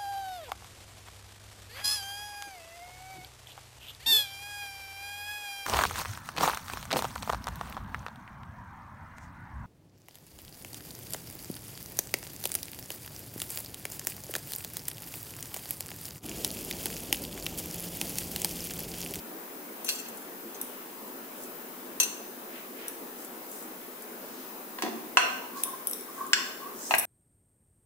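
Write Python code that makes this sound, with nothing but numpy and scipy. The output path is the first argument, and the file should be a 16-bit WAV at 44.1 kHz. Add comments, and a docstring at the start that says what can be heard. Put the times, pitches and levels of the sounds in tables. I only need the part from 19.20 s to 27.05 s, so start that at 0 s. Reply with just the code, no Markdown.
"""A spoon clinks and chatters on a china plate as moist vegetable filling is spooned onto a pancake in a pan.
Bangles tick on the wrist, the pan is bumped and rocks on the stove, then the plate is set down and clanks
again, struck at another spot, and a utensil knocks. Each impact is a brief crack of noise plus the
decaying modes of the struck body, and the small hard-walled kitchen reflects it. Underneath lie the
hoarse calls of a far-off bird, low room noise, hiss and a thin electrical whine."""
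import sys
import numpy as np
from scipy import signal
from scipy.fft import rfft, irfft
from scipy.io import wavfile
from scipy.ndimage import uniform_filter1d

SR = 44100
rng = np.random.default_rng(int(sys.argv[2]) if len(sys.argv) > 2 else 0)


def master_out(mix):
    """Clip the mix to full scale and print it as 16-bit PCM to the path in sys.argv[1]."""
    frames = np.transpose(np.atleast_2d(mix))
    ceiling = np.clip(frames, -1, 1)
    pcm = np.round(ceiling * 32767).astype(np.int16)
    wavfile.write(sys.argv[1], SR, pcm)


N = 346340

# Spectra of the steady noises. Each row: frequency in Hz, relative spectral level in dB.
ROOM_SPECTRUM = [(25, -48), (60, -39), (110, -25.5), (160, -17.5), (205, -6), (245, 2.5), (285, -4.5),
                 (350, 0), (560, -6.5), (1000, -8), (2000, -15), (4000, -23), (8000, -42)]
HISS_SPECTRUM = [(2000, -19), (5000, -0.5), (8000, 1), (10500, 2.5), (11300, 9), (12200, 3), (13500, 4),
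                 (14600, -4), (14950, 3), (15300, 3.5), (15700, 5), (16000, -36)]
# Diffuse sound at the two ears. Each row: frequency in Hz, left-right correlation.
COHERENCE = [(30, 0.37), (130, 0.87), (250, 0.9), (450, 0.78), (800, 0.12), (1500, 0), (4000, 0.063),
             (16000, 0.0053)]
# Balance of the steady noises. Each row: frequency in Hz, left minus right in dB.
NOISE_BALANCE = [(100, 2.5), (400, -0.7), (1200, 2.5), (4000, 0.5), (9000, 0.5), (15000, 6)]
# Tones of the whine. Each row: frequency in Hz, level in dB, left minus right in dB.
WHINE_LINES = [(14815, -61, 3), (14915, -52.5, 10.5), (15016, -65, 3), (15117, -58, -6)]
# Bird calls. Each row: start in seconds, length in seconds, level at the crest in dB, resonance in Hz.
BIRD_CALLS = [(6.172, 0.11, -47, 964), (6.321, .11, -44, 1094), (6.449, 0.055, -39.5, 1063),
              (6.52, 0.054, -41, 1046), (6.875, 0.035, -44.5, 1084), (6.959, 0.12, -37, 1098),
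              (7.057, .07, -46, 1107), (7.154, 0.072, -39, 1060), (7.272, .035, -48, 1120),
              (7.391, .15, -43.5, 1104)]
# Reverberation of the kitchen. Each row: frequency in Hz, time to fall 60 dB in seconds.
KITCHEN_T60 = [(150, 0.87), (400, 0.96), (1000, 0.68), (2700, 0.64), (6000, 0.63), (10000, 0.46),
               (15000, 0.43)]
# Early reflections. Each row: left delay in seconds, relative level in dB, right delay in seconds.
REFLECTIONS = [(.0031, -8.5, .0037), (.0068, -9, .0061), (.0094, -7, 0.015), (0.012, -13, .0127),
               (0.016, -28, 0.018)]
# Impacts on each body. Each row: start in seconds, level in dB, low cut in Hz, tilt in dB per octave,
# favoured resonance in Hz, left minus right in dB.
UTENSIL_BLOWS = [(7.7093, -21.5, 560, 0.14, 765, 0.8), (7.7394, -19.5, 610, 1.6, 765, 1),
                 (7.7432, -32, 900, 0.2, 2600, 1), (7.7525, -34, 600, 1, 2500, 1)]
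PAN_BLOWS = [(5.586, -36.5, 1100, -1, 1650, 0), (5.623, -27.5, 340, 4.5, 1030, 0)]
BANGLE_BLOWS = [(1.4138, -30, 4300, 3.8, 13100, 2.2), (3.682, -32.5, 4800, 3, 13500, 2.7),
                (6.4357, -23, 2600, 3.8, 10700, 1), (6.6712, -25, 3000, 7.5, 9200, 3.1),
                (6.6965, -38, 4700, 3.7, 8000, 3), (6.7117, -32, 4500, 4.1, 11700, 4.8),
                (6.7327, -32.5, 3520, 2.3, 5500, 4.6), (6.809, -42, 4000, 1, 10000, 3),
                (7.749, -29, 7500, 1, 8200, 2.2), (7.7826, -26.5, 3000, 5.3, 12900, 2.3),
                (7.7851, -23, 4000, 7.9, 13400, 2.2), (7.7895, -28, 4000, 5.3, 10500, 2),
                (7.7965, -28, 4000, 4, 10500, 2)]
PLATE_CLANK_BLOWS = [(7.1328, -15, 1400, -0.3, 1600, 1.3)]
PLATE_BLOWS = [(2.8001, -34.5, 750, -3, 1545, -2), (5.9713, -13, 640, -0.84, 1510, -1.5)]
SPOON_BLOWS = [(.6455, -34.5, 3000, 10, 9900, 2), (.684, -35, 1500, 3, 4170, 2),
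               (.689, -24.5, 1400, 4.1, 4630, 1.2), (.6925, -33, 1980, 3.7, 4300, 2),
               (.6965, -34, 2310, 4.2, 5560, 1.8), (1.3455, -46, 4500, 2, 6560, 2),
               (2.8003, -18.5, 2300, 5.7, 6360, 3), (2.8038, -25.5, 2300, 5.9, 6200, 4.9)]
# Modes of each body. Each row: frequency in Hz, relative level in dB, time to fall 60 dB in seconds.
UTENSIL_MODES = [(654, -4.5, 0.097), (750, 11, 0.015), (990, 4, 0.013), (1130, -5, 0.021),
                 (1636, -4, 0.029), (1780, -4, 0.025), (1960, 3, 0.011), (2530, 3, 0.021), (2740, 0, 0.02),
                 (4220, -12, .02), (5850, -22, .02)]
PAN_MODES = [(242, 0.5, 0.24), (327, 2.5, 0.093), (376, -1.5, 0.054), (460, -2, 0.051), (733, 3.5, 0.039),
             (950, 0, 0.034), (1054, -3, 0.047), (1646, -8, 0.051), (1890, -3, 0.032), (2730, -20, .04),
             (3500, -20, 0.04), (4180, -18, .06), (4730, -21, .05), (5300, -24, .05), (6050, -21, .05)]
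BANGLE_MODES = [(3650, -0.5, 0.026), (5530, -2.5, 0.026), (6150, -9, 0.036), (7980, -4, 0.025),
                (9420, 0, 0.025), (10200, -9, 0.016), (10700, -6, 0.012), (11800, -4, .016),
                (13300, -7, .014), (13600, -16, .014), (15700, -9, .02)]
FOOD_MODES = [(9300, -6, .006)]
PLATE_CLANK_MODES = [(1070, -21, .05), (1440, -10, .02), (1535, 0, .03), (1637, 0, .026), (1730, -9, .02),
                     (1950, -10, .02), (2280, -15, .02), (2560, -6, .025), (2790, -3, .024),
                     (2880, -5, .024), (3030, -7, .022), (3420, -11, .025), (3560, -13, .035),
                     (4170, -12, .03), (4404, -8, .04), (4570, -12, .03), (5100, -12, .02),
                     (5380, -11, .02), (5626, -8, .04), (6330, -11, .03), (7300, -13, .02),
                     (7500, -7, .035), (9760, -22, .025), (12500, -21, .025)]
PLATE_MODES = [(985, -4, .045), (1090, -6, .035), (1220, -9, .03), (1400, -14, .03), (1545, -7, .08),
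               (1660, -10, .04), (1850, -13, .03), (2250, -15, .03), (2480, -8, .028), (2676, 1, .036),
               (2790, -1.5, .03), (2900, -10, .03), (3300, -18, .035), (4165, -11, .045), (4400, -18, .03),
               (5540, -12, .04), (5830, -13, .04), (6190, -10, .045), (7440, -12, .03), (8300, -13.5, .035),
               (9700, -22, .03), (10520, -18, .03), (12610, -19, .035)]
SPOON_MODES = [(2600, -2, .045), (3300, -6.5, .055), (3660, -13, .05), (3830, -18, .04), (4260, -10.5, .06),
               (4450, -20, .04), (4630, -17, .04), (5700, -16, .035), (6050, -11, .05), (6260, -10, .05),
               (6400, -16, .04), (7100, -18, .035), (7420, -15, .05), (8620, -18, .04), (9900, -17.5, .05),
               (11230, -20, .04), (12100, -23, .04), (12680, -17.5, .055)]
# Spectra of the crack of contact. Each row: frequency in Hz, relative level in dB.
UTENSIL_CRACK = [(50, -26), (150, -9), (700, -6), (1500, 2), (2700, -0.5), (3200, -2), (4300, -9),
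                 (7000, -17), (9000, -34), (14000, -46)]
PAN_CRACK = [(40, -34), (150, -21), (300, 2), (1000, -2.5), (2800, -2.5), (6000, -12), (8000, -23),
             (15000, -31)]
BANGLE_CRACK = [(500, -1), (3000, -4.5), (5500, -11), (7500, -6.5), (9500, 3.5), (13500, -1), (16000, -9.5)]
FOOD_CRACK = [(2000, -20), (7000, 10.5), (13000, 11.5), (16000, -43)]
PLATE_CLANK_CRACK = [(200, -16), (400, -14), (1600, -2), (3000, 7), (4000, -5), (5300, 4), (7300, -4),
                     (9000, -4), (12500, -12), (15000, -24)]
PLATE_CRACK = [(40, -19), (150, -9), (350, 4), (1000, 4), (2400, 3.5), (3500, -10), (6300, -0.5),
               (7000, -30), (13000, -24), (16000, -38)]
SPOON_CRACK = [(400, -12), (1000, -1), (2000, -8), (4000, 0), (7000, 2), (12500, -3), (14000, -12)]
# Moist ticks of the filling. Each row: start in seconds, level in dB.
FOOD_TICKS = [(0.885, -43.5), (.972, -45.5), (1.025, -53), (1.878, -50), (2.235, -46), (4.047, -44.5),
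              (4.315, -46), (4.425, -47), (4.8225, -46), (7.065, -46)]
# Rubs of spoon and hand. Each row: middle in seconds, a quarter of the length in seconds,
# relative level in dB, band centre in Hz, half width of the band in octaves.
RUBS = [(1.506, .17, -55.5, 2800, 0.38), (2.227, 0.052, -45.5, 10500, 0.95),
        (3.376, 0.067, -47, 2100, 0.62), (3.633, 0.058, -45, 2050, 0.61), (4.02, 0.047, -46, 10000, 0.9),
        (4.364, 0.075, -44, 9600, 0.6), (5.158, .14, -53, 4100, 0.68), (6.394, 0.031, -41, 6500, 1),
        (6.979, 0.08, -47, 10000, 0.94), (7.662, 0.07, -37.5, 6850, 0.34), (7.715, 0.028, -38, 10500, .6)]
# Skids of the spoon on china. Each row: start in seconds, length in seconds, total level in dB,
# tilt in dB per octave, favoured resonance in Hz, left minus right in dB.
SKIDS = [(0.66, .024, -38, 10, 6200, 11), (0.709, 0.033, -33, 15, 2600, 4),
         (.748, 0.014, -36.5, 11, 7450, 1), (.785, .02, -37.5, 8, 7450, 5), (0.854, 0.01, -46, 3, 4250, -1),
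         (2.811, 0.015, -35, 5, 6200, 4.5), (2.813, .012, -29, 7.5, 2600, 0),
         (2.8295, .006, -24.5, 9.5, 2570, 4), (2.837, .005, -36, 5.5, 2630, 1)]


def gain_of(db):
    """Amplitude grows tenfold for every 20 dB."""
    return 10 ** (np.asarray(db) / 20)


def unit_rms(x):
    """Dividing by the root mean square gives a signal unit power."""
    return x / np.sqrt(np.mean(x ** 2) + 1e-20)


def curve_at(points, hz):
    """Interpolation on a logarithmic frequency axis joins (Hz, value) points."""
    point_hz, value = np.transpose(points)
    return np.interp(np.log(hz + 1), np.log(point_hz + 1), value)


def panned(db):
    """A level difference between the ears places a source: left and right gains."""
    return gain_of([[db / 2], [-db / 2]])


def add(mix, start_s, sound):
    """Superposition: a stereo sound adds to the mix from its start time."""
    part = mix[:, round(start_s * SR):][:, :sound.shape[1]]
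    part += sound[:, :part.shape[1]]


def coloured(x, db):
    """A minimum-phase filter, given in dB per rfft bin, takes its phase from the Hilbert transform."""
    log_gain = np.log(gain_of(np.maximum(db, db.max() - 90)))
    mirrored = np.concatenate([log_gain, log_gain[-2:0:-1]])
    response = np.exp(np.conj(signal.hilbert(mirrored)))[:len(db)]
    return irfft(rfft(x) * response, x.shape[-1])


def diffuse_pair(left, independent, hz):
    """Partial coherence: the right ear shares part of the left ear's noise, most of it in the bass."""
    shared = curve_at(COHERENCE, hz)
    return np.array([left, shared * left + np.sqrt(1 - shared ** 2) * independent])


def room_noise_and_hiss(room_db=-45, hiss_db=-50, patchy_db=1.3):
    """Spectral shaping of Gaussian noise gives a low, gently uneven room noise and a steady hiss."""
    frames, hz = N // 512 + 5, np.fft.rfftfreq(2048, 1 / SR)
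    a, b, c, d, patches = rng.standard_normal((5, frames, len(hz)))
    patches = uniform_filter1d(patches, size=8, axis=0)  # smooth in time, then in frequency
    patches = unit_rms(uniform_filter1d(patches, size=16, axis=1))
    spectra = diffuse_pair(a + 1j * b, c + 1j * d, hz) * panned(curve_at(NOISE_BALANCE, hz))
    noises = []
    for db in (curve_at(ROOM_SPECTRUM, hz) + patchy_db * patches, curve_at(HISS_SPECTRUM, hz)):
        _, noise = signal.istft((spectra * gain_of(db)).swapaxes(1, 2), nperseg=2048, noverlap=1536)
        noises.append(unit_rms(noise[:, :N]))
    room, hiss = noises
    return gain_of(room_db) * room + gain_of(hiss_db) * hiss[:, ::-1]  # time reversal decorrelates them


def electrical_whine(wander_hz=4, flutter_db=1.5):
    """A tone and its sidebands, spaced at twice the mains frequency, waver in pitch and level."""
    t, knots = np.arange(N) / SR, np.linspace(0, N / SR, num=80)
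    drift_hz = wander_hz * np.interp(t, knots, rng.standard_normal(len(knots)))
    ear_phase, out = np.array([[0], [1.4]]), np.zeros((2, N))
    for hz, db, side_db in WHINE_LINES:
        level = gain_of(db + flutter_db * np.interp(t, knots, rng.standard_normal(len(knots))))
        phase = 2 * np.pi * np.cumsum(hz + drift_hz) / SR
        out += np.sqrt(2) * panned(side_db) * level * np.sin(phase + ear_phase)
    return out


def bird_calls(pulses_per_s=2500, half_width_hz=81, upper_hz=1570, upper_db=-16):
    """Source and filter: irregular pulses excite two throat resonances in each hoarse, swelling call."""
    out = np.zeros((2, N))
    for start_s, length_s, db, throat_hz in BIRD_CALLS:
        size = round(length_s * SR)
        hz = np.fft.rfftfreq(size, 1 / SR)
        pulses = (rng.standard_normal(SR) * (rng.random(SR) < pulses_per_s / SR))[:size]
        lower, upper = (1 / (1 + 1j * (hz - f) / half_width_hz) ** 3 for f in (throat_hz, upper_hz))
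        voice = unit_rms(irfft(rfft(pulses) * (lower + gain_of(upper_db) * upper), size))
        swell = np.sin(np.linspace(0, np.pi, size))
        add(out, start_s, gain_of(db) * panned(0.94) * swell * voice)
    return out


def kitchen_echo(x, tail_db, build_s, reflections_db):
    """Reverberation: counter, stove and walls give single reflections, then a decaying diffuse tail."""
    hz, age_s, (left, independent) = signal.stft(rng.standard_normal((2, SR)), SR, nperseg=256)
    decay = gain_of(-60 * age_s / curve_at(KITCHEN_T60, hz)[:, None])
    _, tail = signal.istft(diffuse_pair(left, independent, hz[:, None]) * decay, SR, nperseg=256)
    build_up = 1 - np.exp(-np.arange(SR) / SR / build_s)
    response = gain_of(tail_db) * unit_rms(tail[:, :SR] * build_up) / np.sqrt(SR)
    for left_s, db, right_s in REFLECTIONS:
        response[[0, 1], [round(left_s * SR), round(right_s * SR)]] += gain_of(db + reflections_db)
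    return signal.fftconvolve(x, response, axes=1)[:, :N]


def impacts(rows, modes, crack_spectrum, crack_db, crack_t60, accent_db, thud_db, left_lead_ms,
            detuning=0.002, size=8192):
    """Modal synthesis: a blow gives a short crack and leaves the body ringing in its damped modes."""
    t, hz, out = np.arange(size) / SR, np.fft.rfftfreq(size, 1 / SR) + 1, np.zeros((2, N))
    mode_hz, mode_db, t60 = np.transpose(modes)[:, :, None]
    # The body radiates little between its modes, so the crack has valleys there.
    valley_db, valley_reach_hz = 10, 380
    valleys = np.minimum(abs(hz - mode_hz).min(0) / valley_reach_hz, 1) ** 2
    among_modes = (hz > mode_hz.min()) * (hz < mode_hz.max())
    crack_colour = curve_at(crack_spectrum, hz) - valley_db * valleys * among_modes
    for start_s, db, cut_hz, tilt, accent_hz, side_db in rows:
        # Contact detunes each mode a little, and each reaches the two ears with its own phase.
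        detune, left_phase, right_phase, start_phase = rng.standard_normal((4, len(modes), 1))
        cycles = mode_hz * (1 + detuning * detune) * t + start_phase
        partials = gain_of(mode_db - 60 * t / t60) * np.exp(2j * np.pi * cycles)
        ring = (np.exp(.35j * np.hstack([left_phase, right_phase])).T @ partials).imag
        noise = rng.standard_normal(size) + 1.9 * rng.standard_normal((2, size))
        crack = coloured(noise * gain_of(-60 * t / crack_t60), crack_colour)
        sound = unit_rms(ring) + gain_of(crack_db) * unit_rms(crack)
        # Only a faint thud is left below the low cut; the point of contact favours one resonance.
        low_cut = 10 * np.log10(1 / (1 + (cut_hz / hz) ** 8) + gain_of(thud_db) ** 2)
        brightness = tilt * np.log2(np.clip(hz, 600, 13000) / accent_hz)
        accent = accent_db * np.exp(-(np.log2(hz / accent_hz) / 0.08) ** 2)
        sound = unit_rms(coloured(sound, low_cut + brightness + accent))
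        sound *= np.sqrt(SR / size) / 10  # the level is that of its energy packed into 10 ms
        for ear, late_ms in enumerate([max(-left_lead_ms, 0), max(left_lead_ms, 0)]):
            sound[ear] = np.roll(sound[ear], round(late_ms * SR / 1000))
        add(out, start_s, gain_of(db) * panned(side_db) * sound)
    return out


def utensil_knock():
    """Heavy damping of the strongest modes makes the utensil's impact a short knock."""
    return impacts(UTENSIL_BLOWS, UTENSIL_MODES, UTENSIL_CRACK, crack_db=-5, crack_t60=0.019,
                   accent_db=-1.5, thud_db=-13, left_lead_ms=.13)


def pan_bump(rock_start_s=5.635, period_s=.0138, cut_hz=190):
    """Damped rocking: the bumped pan beats on its stand, each beat weaker, duller and deeper."""
    rocking = [(rock_start_s + k * period_s, -28 - 0.9 * k, cut_hz, -0.4 - 0.5 * k, 346 - 27.8 * k, 0)
               for k in range(4)]
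    return impacts(PAN_BLOWS + rocking, PAN_MODES, PAN_CRACK, crack_db=-8, crack_t60=0.048,
                   accent_db=4, thud_db=-19, left_lead_ms=.11)


def bangle_ticks():
    """Small rings have high modes; no two bangles are the same size, so the pitches scatter."""
    return impacts(BANGLE_BLOWS, BANGLE_MODES, BANGLE_CRACK, crack_db=6.5, crack_t60=.013,
                   accent_db=5.5, thud_db=-10, left_lead_ms=.14, detuning=.015)


def filling_ticks(cut_hz=6500, accent_hz=9100, side_db=5):
    """Moist filling is strongly damped, so each tick is nearly all high-pitched crack."""
    rows = [(start_s, db, cut_hz, 0, accent_hz, side_db) for start_s, db in FOOD_TICKS]
    return impacts(rows, FOOD_MODES, FOOD_CRACK, crack_db=17, crack_t60=0.027,
                   accent_db=-2, thud_db=-30, left_lead_ms=.1)


def soft_rubs(grains_per_s=5000, grain_db=2):
    """Friction of spoon and hand is a swell of tiny moist crackles within one frequency band."""
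    out = np.zeros((2, N))
    for middle_s, quarter_s, db, centre_hz, octaves in RUBS:
        size = 2 * round(2 * quarter_s * SR)
        hz = np.fft.rfftfreq(size, 1 / SR) + 1
        grains = rng.standard_normal((2, size)) * gain_of(grain_db * rng.exponential(1, size).clip(0, 5))
        grains *= rng.random(size) < grains_per_s / SR
        band_db = -10 * np.log10(1 + (np.log2(hz / centre_hz) / octaves) ** 4)
        crackle = unit_rms(coloured(grains, band_db))
        add(out, middle_s - 2 * quarter_s, gain_of(db) * crackle * np.hanning(size))
    return out


def plate_clank():
    """The point of impact selects the modes: the plate clanks again, struck at another spot."""
    return impacts(PLATE_CLANK_BLOWS, PLATE_CLANK_MODES, PLATE_CLANK_CRACK, crack_db=-5, crack_t60=0.023,
                   accent_db=1.5, thud_db=-23, left_lead_ms=.11)


def plate_knocks():
    """Free vibration: the china rings in its own modes, once faintly and again when it is set down."""
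    return impacts(PLATE_BLOWS, PLATE_MODES, PLATE_CRACK, crack_db=-3, crack_t60=0.013,
                   accent_db=2.5, thud_db=-15, left_lead_ms=.11)


def spoon_chatter(contacts=5, scatter_db=1, cut_hz=1450):
    """Intermittent contact: a skid's energy is shared by uneven glancing blows with hardly any crack."""
    rows = []
    for start_s, length_s, db, tilt, accent_hz, side_db in SKIDS:
        times = start_s + length_s * (np.arange(contacts) + .5 * rng.random(contacts)) / contacts
        levels = db - 10 * np.log10(contacts) + scatter_db * rng.standard_normal(contacts)
        rows += [(at, level, cut_hz, tilt, accent_hz, side_db) for at, level in zip(times, levels)]
    return impacts(rows, PLATE_MODES + SPOON_MODES, SPOON_CRACK, crack_db=-17, crack_t60=0.043,
                   accent_db=8, thud_db=-39, left_lead_ms=-.13, detuning=0.0017)


def spoon_clinks():
    """A collision excites both bodies, so the modes of spoon and plate ring together."""
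    return impacts(SPOON_BLOWS, PLATE_MODES + SPOON_MODES, SPOON_CRACK, crack_db=-6, crack_t60=0.042,
                   accent_db=10, thud_db=-34, left_lead_ms=-.13)


def scene():
    """Direct sound, echo and background add; near sources have a smaller share of reverberant tail."""
    spoon = spoon_clinks() + spoon_chatter()
    plate, clank, bangles = plate_knocks(), plate_clank(), bangle_ticks()
    pan, utensil = pan_bump(), utensil_knock()
    spooning = spoon + filling_ticks() + gain_of(-4) * soft_rubs()
    bird = bird_calls()
    near = gain_of(-5.8) * spooning + gain_of(-3) * utensil
    far = plate + gain_of(-2) * bird + gain_of(-3) * (clank + pan + bangles)
    echo = kitchen_echo(near, tail_db=-2, build_s=0.0011, reflections_db=3)
    echo += kitchen_echo(far, tail_db=-2.5, build_s=0.01, reflections_db=-3.5)
    direct = spooning + bangles + utensil + clank + pan + plate + bird
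    return direct + echo + room_noise_and_hiss() + electrical_whine()


def record(dry, edge_hz=16100):
    """Band limiting: a linear-phase low-pass filter removes the highest treble."""
    low_pass = signal.firwin(255, edge_hz, window=("kaiser", 9), fs=SR)
    return signal.oaconvolve(dry, low_pass[None], "same")


dry = scene()
out = record(dry)
master_out(out)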